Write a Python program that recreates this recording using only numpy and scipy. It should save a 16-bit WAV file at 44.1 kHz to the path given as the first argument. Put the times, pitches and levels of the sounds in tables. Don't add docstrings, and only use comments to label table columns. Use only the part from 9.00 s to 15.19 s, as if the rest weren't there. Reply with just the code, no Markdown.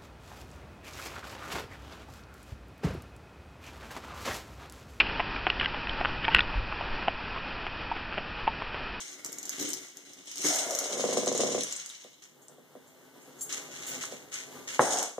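import sys
import numpy as np
from scipy import signal
from scipy.fft import rfft, irfft
from scipy.io import wavfile
from scipy.ndimage import uniform_filter1d

SR = 44100
rng = np.random.default_rng(int(sys.argv[2]) if len(sys.argv) > 2 else 0)


def int16_out(signal):
    q = np.round(np.clip(np.atleast_2d(signal).T, -1, 1) * 32767)
    wavfile.write(sys.argv[1], SR, q.astype(np.int16))


N = 272979
T = np.arange(N) / SR

# frequency_hz, level_db
ROOM_TONE_SPECTRUM = [(30, -26), (70, -37), (130, -6.5), (320, 7.5), (600, -5), (1000, 0), (2000, -12.5),
                      (3600, -1.5), (4800, -16), (6600, -8), (10000, -15), (15500, -10)]
# time_s, effort_db
RUMMAGE_EFFORT = [(3.15, -71.5), (3.48, -61), (3.67, -61), (4.34, -55.5), (4.71, -51), (4.93, -47),
                  (5.27, -55.5), (5.52, -51.5), (5.77, -53.5)]
# start_s, length_s, level_db
MUZZLE_SHOVES = [(0.512, 0.1, -48.5), (3.22, 0.014, -57), (4.489, 0.08, -43), (4.707, 0.15, -50.5),
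                 (4.876, 0.068, -45), (5.008, 0.026, -44.5), (5.107, 0.018, -50.5), (5.314, .01, -48.5),
                 (5.325, 0.067, -44.5), (5.674, 0.071, -43.5)]
# frequency_hz, level_db
FIBRE_SPECTRUM = [(800, -11), (1400, 3.5), (2200, 1), (3600, 5), (4800, -4.5), (6500, 7.5), (8500, -3),
                  (10000, -8.5), (15500, -19)]
# frequency_hz, level_db
HEAP_SPECTRUM = [(40, -47), (100, -4.5), (200, -1.5), (380, 3), (700, -3), (1300, -9), (2200, -16.5),
                 (5000, -22.5)]
# start_s, level_db, tilt_db_per_octave
TAG_TOUCHES = [(3.417, -37.5, -44), (3.872, -38.5, -39), (4.219, -37, -28), (4.385, -30.5, -40),
               (4.4095, -13.5, -25), (4.423, -23, -3), (4.865, -17.5, -34), (4.883, -22, -2)]
# delay_s, level_db
TAG_CHATTER = [(0, -3.5), (.006, -1.5), (.013, -7.5)]
# pitch_hz, level_db, t60_s
TAG_MODES = [(6600, -10, .06), (7400, -3.5, .08), (8366, -9, .1), (9745, 0, .09), (11970, -3, .12),
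             (14060, -14, .1), (15140, 0, .11)]
# start_s, level_db, pitch_hz, t60_ms
TIP_CLICKS = [(0.115, -38.5, 6700, 19), (0.2466, -21.5, 6730, 13), (0.2605, -25.5, 6740, 17),
              (0.321, -34, 8500, 12), (0.3277, -28, 6540, 16), (0.3844, -25.5, 6740, 21),
              (0.4293, -28.5, 6700, 13), (0.453, -29.5, 6660, 31), (0.4936, -19, 6740, 9.6),
              (0.5264, -36, 3720, 8.7), (0.5973, -27.5, 6500, 18), (0.6105, -23, 6200, 14),
              (0.626, -25.5, 6200, 11), (0.689, -28, 7450, 24), (0.703, -25, 7400, 16),
              (0.7328, -17.5, 6200, 5), (0.7375, -25.5, 5570, 9.8), (0.9704, -32, 6470, 12),
              (1.133, -37.5, 6100, 20), (1.259, -44, 6350, 8), (1.3144, -29.5, 5860, 10),
              (1.357, -28.5, 6200, 16), (1.381, -27, 6250, 4.4), (1.417, -25, 6370, 9.5),
              (1.4558, -23, 6300, 10), (1.467, -21, 6200, 6.6), (1.4854, -18, 5900, 12),
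              (1.5404, -24, 6340, 12), (1.559, -20, 6800, 15), (1.707, -22, 6500, 27),
              (1.75, -17, 6460, 15.5), (1.7875, -18, 6500, 24), (2.134, -27, 6700, 16),
              (2.1791, -25.5, 6750, 12), (2.2603, -24, 6540, 9), (2.3263, -22.5, 6600, 6.7),
              (2.3495, -23, 6500, 9.8), (2.3772, -18.5, 6600, 8.1), (2.5244, -24, 6730, 7),
              (2.6081, -22, 3700, 7.6), (2.6346, -16.5, 6600, 4.9), (2.71, -30, 6640, 9.4),
              (2.725, -22.5, 6600, 7.5), (2.762, -27, 6700, 29), (2.8604, -28.5, 6680, 9.8),
              (2.8913, -35, 6570, 23), (2.8992, -34, 3550, 16), (3.042, -43, 3520, 8.2),
              (3.131, -48, 3530, 10), (3.238, -41, 6200, 11), (3.483, -39, 6860, 6.9),
              (4.4987, -34, 6600, 13), (4.525, -22, 6400, 19), (4.5454, -30, 6470, 9.2),
              (4.764, -31.5, 3630, 4.5), (4.9512, -28.5, 6200, 8.2), (4.965, -38, 6170, 11),
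              (5.028, -26.5, 6760, 16), (5.0545, -25.5, 6700, 6.1), (5.3397, -25.5, 6400, 27),
              (5.892, -28, 6500, 11), (5.933, -22, 6540, 7.4), (5.9633, -27, 6200, 5.4),
              (5.9865, -18, 6700, 7.8), (6.0288, -18.5, 6740, 5)]
# start_s, top_hz
SNAP_CUTOFFS = [(0, 13800), (1.9, 9100), (4.45, 7500), (5.75, 11000)]
# start_s, length_s, gap_s, level_db, pitch_hz
STICK_SLIPS = [(0.607, .085, 0.031, -26, 284), (1.439, .055, .02, -25.5, 310)]
# pitch_ratio, level_db
PRESSED_MODES = [(.62, -13), (1, 0), (1.33, -5), (1.85, -10)]
# pitch_hz, level_db, t60_s
BOARD_MODES = [(133, 2.5, 0.26), (162, 6.5, 0.16), (216, 7, 0.14), (257.5, 8, .058), (390, -3.5, 0.073),
               (499, -18.5, 0.28), (594, -15, 0.1)]
# start_s, level_db
SEAM_BUMPS = [(1.665, -28.5), (1.93, -25.5), (1.9689, -23.5), (1.9962, -18.5), (2.0401, -14), (2.089, -18),
              (2.1265, -18), (2.1715, -12.5), (2.232, -20), (2.272, -14.5), (2.3168, -18.5), (2.349, -19),
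              (2.394, -18.5), (2.403, -15), (2.4342, -15), (2.464, -21), (2.489, -20.5), (2.518, -21),
              (2.5474, -16), (2.58, -19.5)]
# start_s, level_db
FLOOR_THUDS = [(3.047, -38), (3.496, -43.5), (3.583, -41), (3.753, -34), (4.688, -38.5), (5.123, -28.5),
               (5.796, -10), (5.817, -15.5), (6.182, -21)]
# start_s, level_db, nominal_pitch_hz, t60_ms
SHELL_RAPS = [(5.039, -28.5, 1290, 6.2), (5.7942, -3, 800, 3.4)]
# start_s, length_s, rise_s, rattle_db, rub_over_rattle_db
NOSE_NUDGES = [(0, 0.0018, 0.00067, -42, -7.5), (0.075, 0.2, 0.0078, -67, 11), (0.236, 0.61, 0.004, -55, 1),
               (0.578, 0.053, 0.0049, -38.5, -8), (0.947, 0.26, 0.0021, -58, -4),
               (1.231, 0.048, 0.066, -43, -13), (1.34, 0.23, 0.074, -33.5, -12),
               (1.432, 0.018, 0.0048, -32.5, -1)]
# start_s, length_s, rattle_db, scrape_db, rumble_db, launch_speed_ratio, settle_s
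FREE_ROLLS = [(1.52, 1.09, -40.5, -51, -41, 1.24, 0.35), (5.794, 0.22, -36, -53.5, -33, 1.35, 0.058)]
# time_s, pitch_hz, level_db
DRONE_GLIDE = [(1.49, 710, -36), (1.559, 670, -43), (1.639, 650, -47), (1.726, 615, -35), (1.811, 580, -52),
               (1.939, 560, -41.5), (2.05, 520, -68)]
# pitch_hz, level_db, t60_s
HOLLOW_MODES = [(485, -6, 0.21), (590, -0.5, 0.13), (718, 7, 0.16), (827, 0.5, .14), (958, -2, 0.13),
                (1078, -8, 0.12)]
# frequency_hz, level_db
SCRAPE_SPECTRUM = [(120, -55), (300, -38), (550, 2.5), (800, -5), (1300, 4), (1850, 1), (2150, 7),
                   (3600, -24.5), (5000, -2), (12000, -12)]
# frequency_hz, level_db
RUMBLE_SPECTRUM = [(30, -33), (110, -33), (200, -8), (330, -5), (430, -0.5), (550, 2), (640, 1.5),
                   (850, -7), (1400, -10.5), (2400, -39)]
# frequency_hz, level_db
KIBBLE_SPECTRUM = [(1500, -16.5), (2900, -5), (3500, -1.5), (4700, -11), (5600, -1), (6500, 2),
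                   (7400, -6.5), (8600, -1.5), (9800, -16.5), (12000, -20.5), (15500, -45)]
# pitch_hz, level_db, t60_s
SHELL_MODES = [(3340, -2, 0.0094), (4000, 0.5, 0.033), (5700, -11, 0.015), (6130, 7.5, 0.012),
               (6436, 11, 0.016), (6850, 5, 0.045), (8300, 0.5, 0.015), (10900, -3, 0.011)]
# centre_hz, half_width_hz, gain_db
SIDE_EQ = [(1217, 370, -16), (2130, 380, 7), (3570, 280, -26)]

KNOCK_T60_MS = 27.2


def undb(db):
    return 10 ** (np.asarray(db) / 20)


def unit(x):
    return x / np.sqrt(np.mean(x ** 2))


def together(gains):
    return np.sqrt(np.sum(np.square(gains), axis=0))


def butter(x, order, hz, kind="low"):
    return signal.sosfilt(signal.butter(order, hz, kind, fs=SR, output="sos"), x)


def colour(x, spectrum):
    hz, db = np.transpose(spectrum)
    f = np.fft.rfftfreq(N, 1 / SR) + 1
    return unit(irfft(rfft(x) * undb(np.interp(np.log(f), np.log(hz), db)), N))


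def band_gain(x, hz, half_width_hz, gain_db):
    f = np.fft.rfftfreq(N, 1 / SR)
    dip = (1 - undb(gain_db)) / (1 + ((f - hz) / half_width_hz) ** 4)
    return irfft(rfft(x) * (1 - dip), N)


def add(track, start_s, sound):
    i = int(np.clip(start_s * SR, 0, N - 1))
    track[..., i:i + sound.shape[-1]] += sound[..., :N - i]


def ring(modes, t):
    return sum(undb(db - 60 * t / t60) * np.sin(2 * np.pi * hz * t) for hz, db, t60 in modes)


def grains(per_s, spread_db):
    size = undb(spread_db * np.minimum(rng.exponential(size=N), 4))
    return (rng.random(N) < per_s / SR) * size * rng.choice([-1, 1], N)


def flutter(rate_hz, depth_db):
    steps = rng.standard_normal(4096)
    return undb(depth_db * np.interp(T * rate_hz, np.arange(len(steps)), steps))


def swell(start_s, length_s, rise_s, t60_s):
    out, age = np.zeros(N), T[:int((length_s + t60_s) * SR)]
    fade = undb(-60 * np.maximum(age - length_s, 0) / t60_s)
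    add(out, start_s, (1 - np.exp(-age / rise_s)) * fade)
    return out


def mic_pair(mid, side, apart_hz):
    side = 0.75 * side + 0.25 * butter(side, 2, apart_hz, "high")
    return np.array([mid + side, mid - side]) / np.sqrt(2)


def room(x, wet_db):
    low_t60_s, high_t60_s = 0.46, 0.49
    t = T[:SR * 3 // 4]
    echoes = rng.standard_normal((2, len(t))) * (1 + 3 * (rng.random((2, len(t))) < .01))
    low = butter(echoes, 2, 2500) * undb(-60 * t / low_t60_s)
    high = butter(echoes, 2, 2500, "high") * undb(-60 * t / high_t60_s)
    onset = np.clip((t - .003) / 0.0019, 0, 1)
    early_lift = 1 + 2.77 * np.exp(-t / 0.012)
    tail = (low - high) * onset * early_lift
    tail /= np.sqrt(np.sum(tail ** 2, axis=1, keepdims=True))
    wet = signal.fftconvolve(np.atleast_2d(x), mic_pair(*tail, apart_hz=1460), axes=1)[:, :N]
    return (x + undb(wet_db) * wet) / np.sqrt(1 + undb(wet_db) ** 2)


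def room_tone():
    hush = mic_pair(*rng.standard_normal((2, N)), apart_hz=1230)
    low = butter(rng.standard_normal((2, N)), 2, 90)
    return undb(-63.5) * colour(hush + 6.4 * low, ROOM_TONE_SPECTRUM)


def cloth():
    effort_db = np.interp(T, *np.transpose(RUMMAGE_EFFORT), left=-np.inf, right=-np.inf)
    steady = undb(-66 + 2.1 * (effort_db + 55))
    shoves = [undb(db) * swell(s, length, rise_s=0.0021, t60_s=0.33) for s, length, db in MUZZLE_SHOVES]
    rustle = together([steady] + shoves) * undb(5.5)
    catches = mic_pair(grains(1800, spread_db=2.5), 0.66 * grains(2200, spread_db=4.5), apart_hz=1760)
    fibres = colour(catches, FIBRE_SPECTRUM) * flutter(rate_hz=59, depth_db=1.5) * rustle
    heap = colour(rng.standard_normal(N), HEAP_SPECTRUM) * flutter(rate_hz=25, depth_db=2.0)
    return room(fibres, wet_db=-7.0) + room(heap * undb(effort_db + 2.5), wet_db=3.5)


def collar_tag():
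    out, t = np.zeros((2, N)), T[:SR // 6]
    detune, lowest_hz = .0025, TAG_MODES[0][0]
    for s, db, tilt_db in TAG_TOUCHES:
        modes = [(hz, mode_db + tilt_db * np.log2(hz / lowest_hz), t60) for hz, mode_db, t60 in TAG_MODES]
        for delay_s, bounce_db in TAG_CHATTER:
            metal = np.zeros((2, len(t)))
            for channel in metal:
                detuned = [(hz * (1 + detune * rng.standard_normal()), *rest) for hz, *rest in modes]
                channel += ring(detuned, t)
            grating = rng.standard_normal(metal.shape) * undb(-12 - 60 * t / 0.041)
            touch = butter(metal + grating, 2, 5500, "high")
            add(out, s + delay_s, undb(db + bounce_db - 7.5) * touch / np.abs(touch).max())
    return room(out, wet_db=0.0)


def clicks():
    out, t = np.zeros((2, N)), T[:SR // 25]
    for s, db, hz, t60_ms in TIP_CLICKS:
        age = t * 1000 / t60_ms
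        envelope = undb(-60 * age) * (1 - np.exp(-age / 0.025))
        mid, side = rng.standard_normal((2, len(t))) * envelope
        crack = mic_pair(mid, 0.71 * side, apart_hz=2000)
        shell = butter(crack, 2, [0.862 * hz, 1.152 * hz], "bandpass")
        hollow = butter(crack, 1, [750, 1800], "bandpass")
        top_hz = [top for from_s, top in SNAP_CUTOFFS if from_s <= s][-1]
        snap = butter(crack, 2, [3800, top_hz], "bandpass")
        click = shell + 0.28 * snap + 0.18 * hollow
        add(out, s, undb(db + 4.5) * click / np.abs(click).max())
    return room(out, wet_db=-3.0) * undb([[.5], [-.5]])


def judders():
    out, t = np.zeros(N), T[:SR // 6]
    rise_s, t60_s, fade_db_per_s = 0.0058, 0.032, 98
    for s, length_s, gap_s, db, hz in STICK_SLIPS:
        for age in np.arange(0, length_s, gap_s):
            modes = [(hz * ratio * (1 + 0.03 * rng.standard_normal()), mode_db, t60_s)
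                     for ratio, mode_db in PRESSED_MODES]
            thump = ring(modes, t) * (1 - np.exp(-t / rise_s)) ** 2
            add(out, s + age, undb(db - fade_db_per_s * age) * thump / np.abs(thump).max())
    return room(out, wet_db=3.5)


def knocks(blows, wet_db):
    out, t = np.zeros(N), T[:SR // 6]
    boards = ring(BOARD_MODES, t)
    boards /= np.sqrt(np.sum(boards ** 2))
    last_hz, tock_hz, glide_cycles, rise_cycles = 195, 1006, 2.8, .6
    for s, db, hz, t60_ms in blows:
        pitch_hz = last_hz + (1.35 * hz - last_hz) * np.exp(-t * hz / glide_cycles)
        decay = undb(-60 * t * 1000 / t60_ms)
        rise = 1 - np.exp(-t * hz / rise_cycles)
        bending = decay * rise * np.sin(2 * np.pi * np.cumsum(pitch_hz) / SR)
        tock = undb(-9) * decay ** 2 * np.sin(2 * np.pi * tock_hz * t)
        knock = bending / np.abs(bending).max() + tock
        stir = undb(-11.5) * np.sqrt(t60_ms / KNOCK_T60_MS)
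        add(out, s, undb(db + .8) * (knock + stir * signal.fftconvolve(knock, boards)[:len(t)]))
    return room(butter(out, 4, 112, "high"), wet_db)


def bumps_and_thuds():
    bump_hz, thud_hz, rise_per_db = 511, 544, .012
    bumps = [(s, db, bump_hz * (1 + rise_per_db * (db + 20)), KNOCK_T60_MS) for s, db in SEAM_BUMPS]
    thuds = [(s, db, thud_hz, KNOCK_T60_MS) for s, db in FLOOR_THUDS]
    return knocks(bumps + thuds, wet_db=0.0)


def ball_motion():
    nudge_speed, nudge_t60_s, stop_t60_s, slowing_s = .6, 0.63, 0.25, 1.4
    rattle, treble, scrape, rumble = [], [], [], []
    speed = np.full(N, nudge_speed)
    for s, length_s, rise_s, db, rub_db in NOSE_NUDGES:
        push = undb(db) * swell(s, length_s, rise_s, nudge_t60_s)
        rattle.append(push)
        treble.append(push * undb(-2.0))
        scrape.append(push * undb(rub_db - 5.0))
        rumble.append(undb(db + rub_db) * swell(s, length_s, rise_s, stop_t60_s))
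    for s, length_s, rattle_db, scrape_db, rumble_db, launch, settle_s in FREE_ROLLS:
        slowing = np.exp(-np.clip(T - s, 0, length_s) / slowing_s)
        speed = np.where(T >= s, launch * slowing, speed)
        starting = 1 - np.exp(-np.maximum(T - s, 0) / 0.009)
        settling = np.exp(-(np.maximum(T - s - length_s, 0) / settle_s) ** 2)
        tumbling = starting * settling
        rattle.append(undb(rattle_db) * tumbling * slowing ** .5)
        treble.append(undb(rattle_db + 7.5) * tumbling * slowing ** 4.6)
        scrape.append(undb(scrape_db) * tumbling * slowing ** 0.77)
        rumble.append(undb(rumble_db) * swell(s, length_s, 0.0029, stop_t60_s) * slowing ** 0.26)
    thrown = together([undb(db - 18.5) * swell(s, 0, rise_s=0.00096, t60_s=0.24) for s, db in SEAM_BUMPS])
    rattle.append(thrown)
    treble.append(thrown * undb(-10))
    scrape.append(thrown * undb(-17.5))
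    rumble.append(undb(-24) * swell(SHELL_RAPS[-1][0], 0, rise_s=0.0023, t60_s=0.17))
    return together(rattle), together(treble), together(scrape), together(rumble), speed


def drone():
    width_hz = 130
    s, hz, db = np.transpose(DRONE_GLIDE)
    push = butter(rng.standard_normal((2, N)), 2, width_hz / 2)
    phase = 2 * np.pi * np.cumsum(np.interp(T, s, hz)) / SR
    level = uniform_filter1d(undb(np.interp(T, s, db, left=-np.inf, right=-np.inf)), size=SR // 50)
    return unit(push[0] * np.cos(phase) + push[1] * np.sin(phase)) * level


def rolling_shell(scrape, rumble, speed):
    scraping = colour(grains(1200, spread_db=4.0), SCRAPE_SPECTRUM) * scrape * undb(4.5)
    position = np.cumsum(speed) % N
    wood_grain = colour(grains(660, spread_db=4.0), RUMBLE_SPECTRUM)
    rolling = np.interp(position, np.arange(N), wood_grain) * rumble * undb(1.2)
    hollow = unit(signal.fftconvolve(grains(790, spread_db=2.0), ring(HOLLOW_MODES, T[:SR // 5]))[:N])
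    hollow *= rumble * speed ** 3.7 * undb(-12.5)
    return room(scraping + rolling, wet_db=1.5) + room(drone() + hollow, wet_db=-7.0)


def kibble(rattle, treble):
    sliding = mic_pair(grains(900, spread_db=1.4), 1.08 * grains(1000, spread_db=0), apart_hz=1500)
    drops = mic_pair(grains(190, spread_db=3.0), 0.6 * grains(130, spread_db=0), apart_hz=1500)
    shell = np.zeros((2, N))
    for mode in SHELL_MODES:
        strikes = drops * rng.uniform(-1.35, 1, N)
        shell += signal.fftconvolve(strikes, ring([mode], T[:SR // 16])[None], axes=1)[:, :N]
    pellets = colour(sliding, KIBBLE_SPECTRUM) + undb(-4.0) * unit(shell)
    pellets *= flutter(rate_hz=110, depth_db=3.5) * undb(1.0)
    top = signal.sosfiltfilt(signal.butter(2, 9000, "high", fs=SR, output="sos"), pellets)
    low = signal.sosfiltfilt(signal.butter(4, 4600, fs=SR, output="sos"), pellets)
    middle = pellets - top - low
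    soft_landing = undb(-42.5)
    clatter = soft_landing * (rattle / soft_landing) ** 0.77
    return room(low * clatter + middle * rattle + top * treble, wet_db=-1.0)


def scene():
    left_db = .45
    rattle, treble, scrape, rumble, speed = ball_motion()
    ball = kibble(rattle, treble) + rolling_shell(scrape, rumble, speed)
    blows = bumps_and_thuds() + knocks(SHELL_RAPS, wet_db=-5.0)
    puppy = judders() + clicks() + collar_tag() + cloth()
    return (ball + blows + puppy + room_tone()) * undb([[left_db], [-left_db]])


def record(dry):
    mid, side = (dry[0] + dry[1]) / 2, (dry[0] - dry[1]) / 2
    mid = band_gain(mid, hz=2502, half_width_hz=208, gain_db=-20.5)
    for band in SIDE_EQ:
        side = band_gain(side, *band)
    mid = butter(mid, 2, 100, "high")
    side = butter(side, 1, 75, "high")
    top_cut = signal.ellip(10, .2, 80, 15400, fs=SR, output="sos")
    return signal.sosfilt(top_cut, np.array([mid + side, mid - side]))


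dry = scene()
out = record(dry)
int16_out(out)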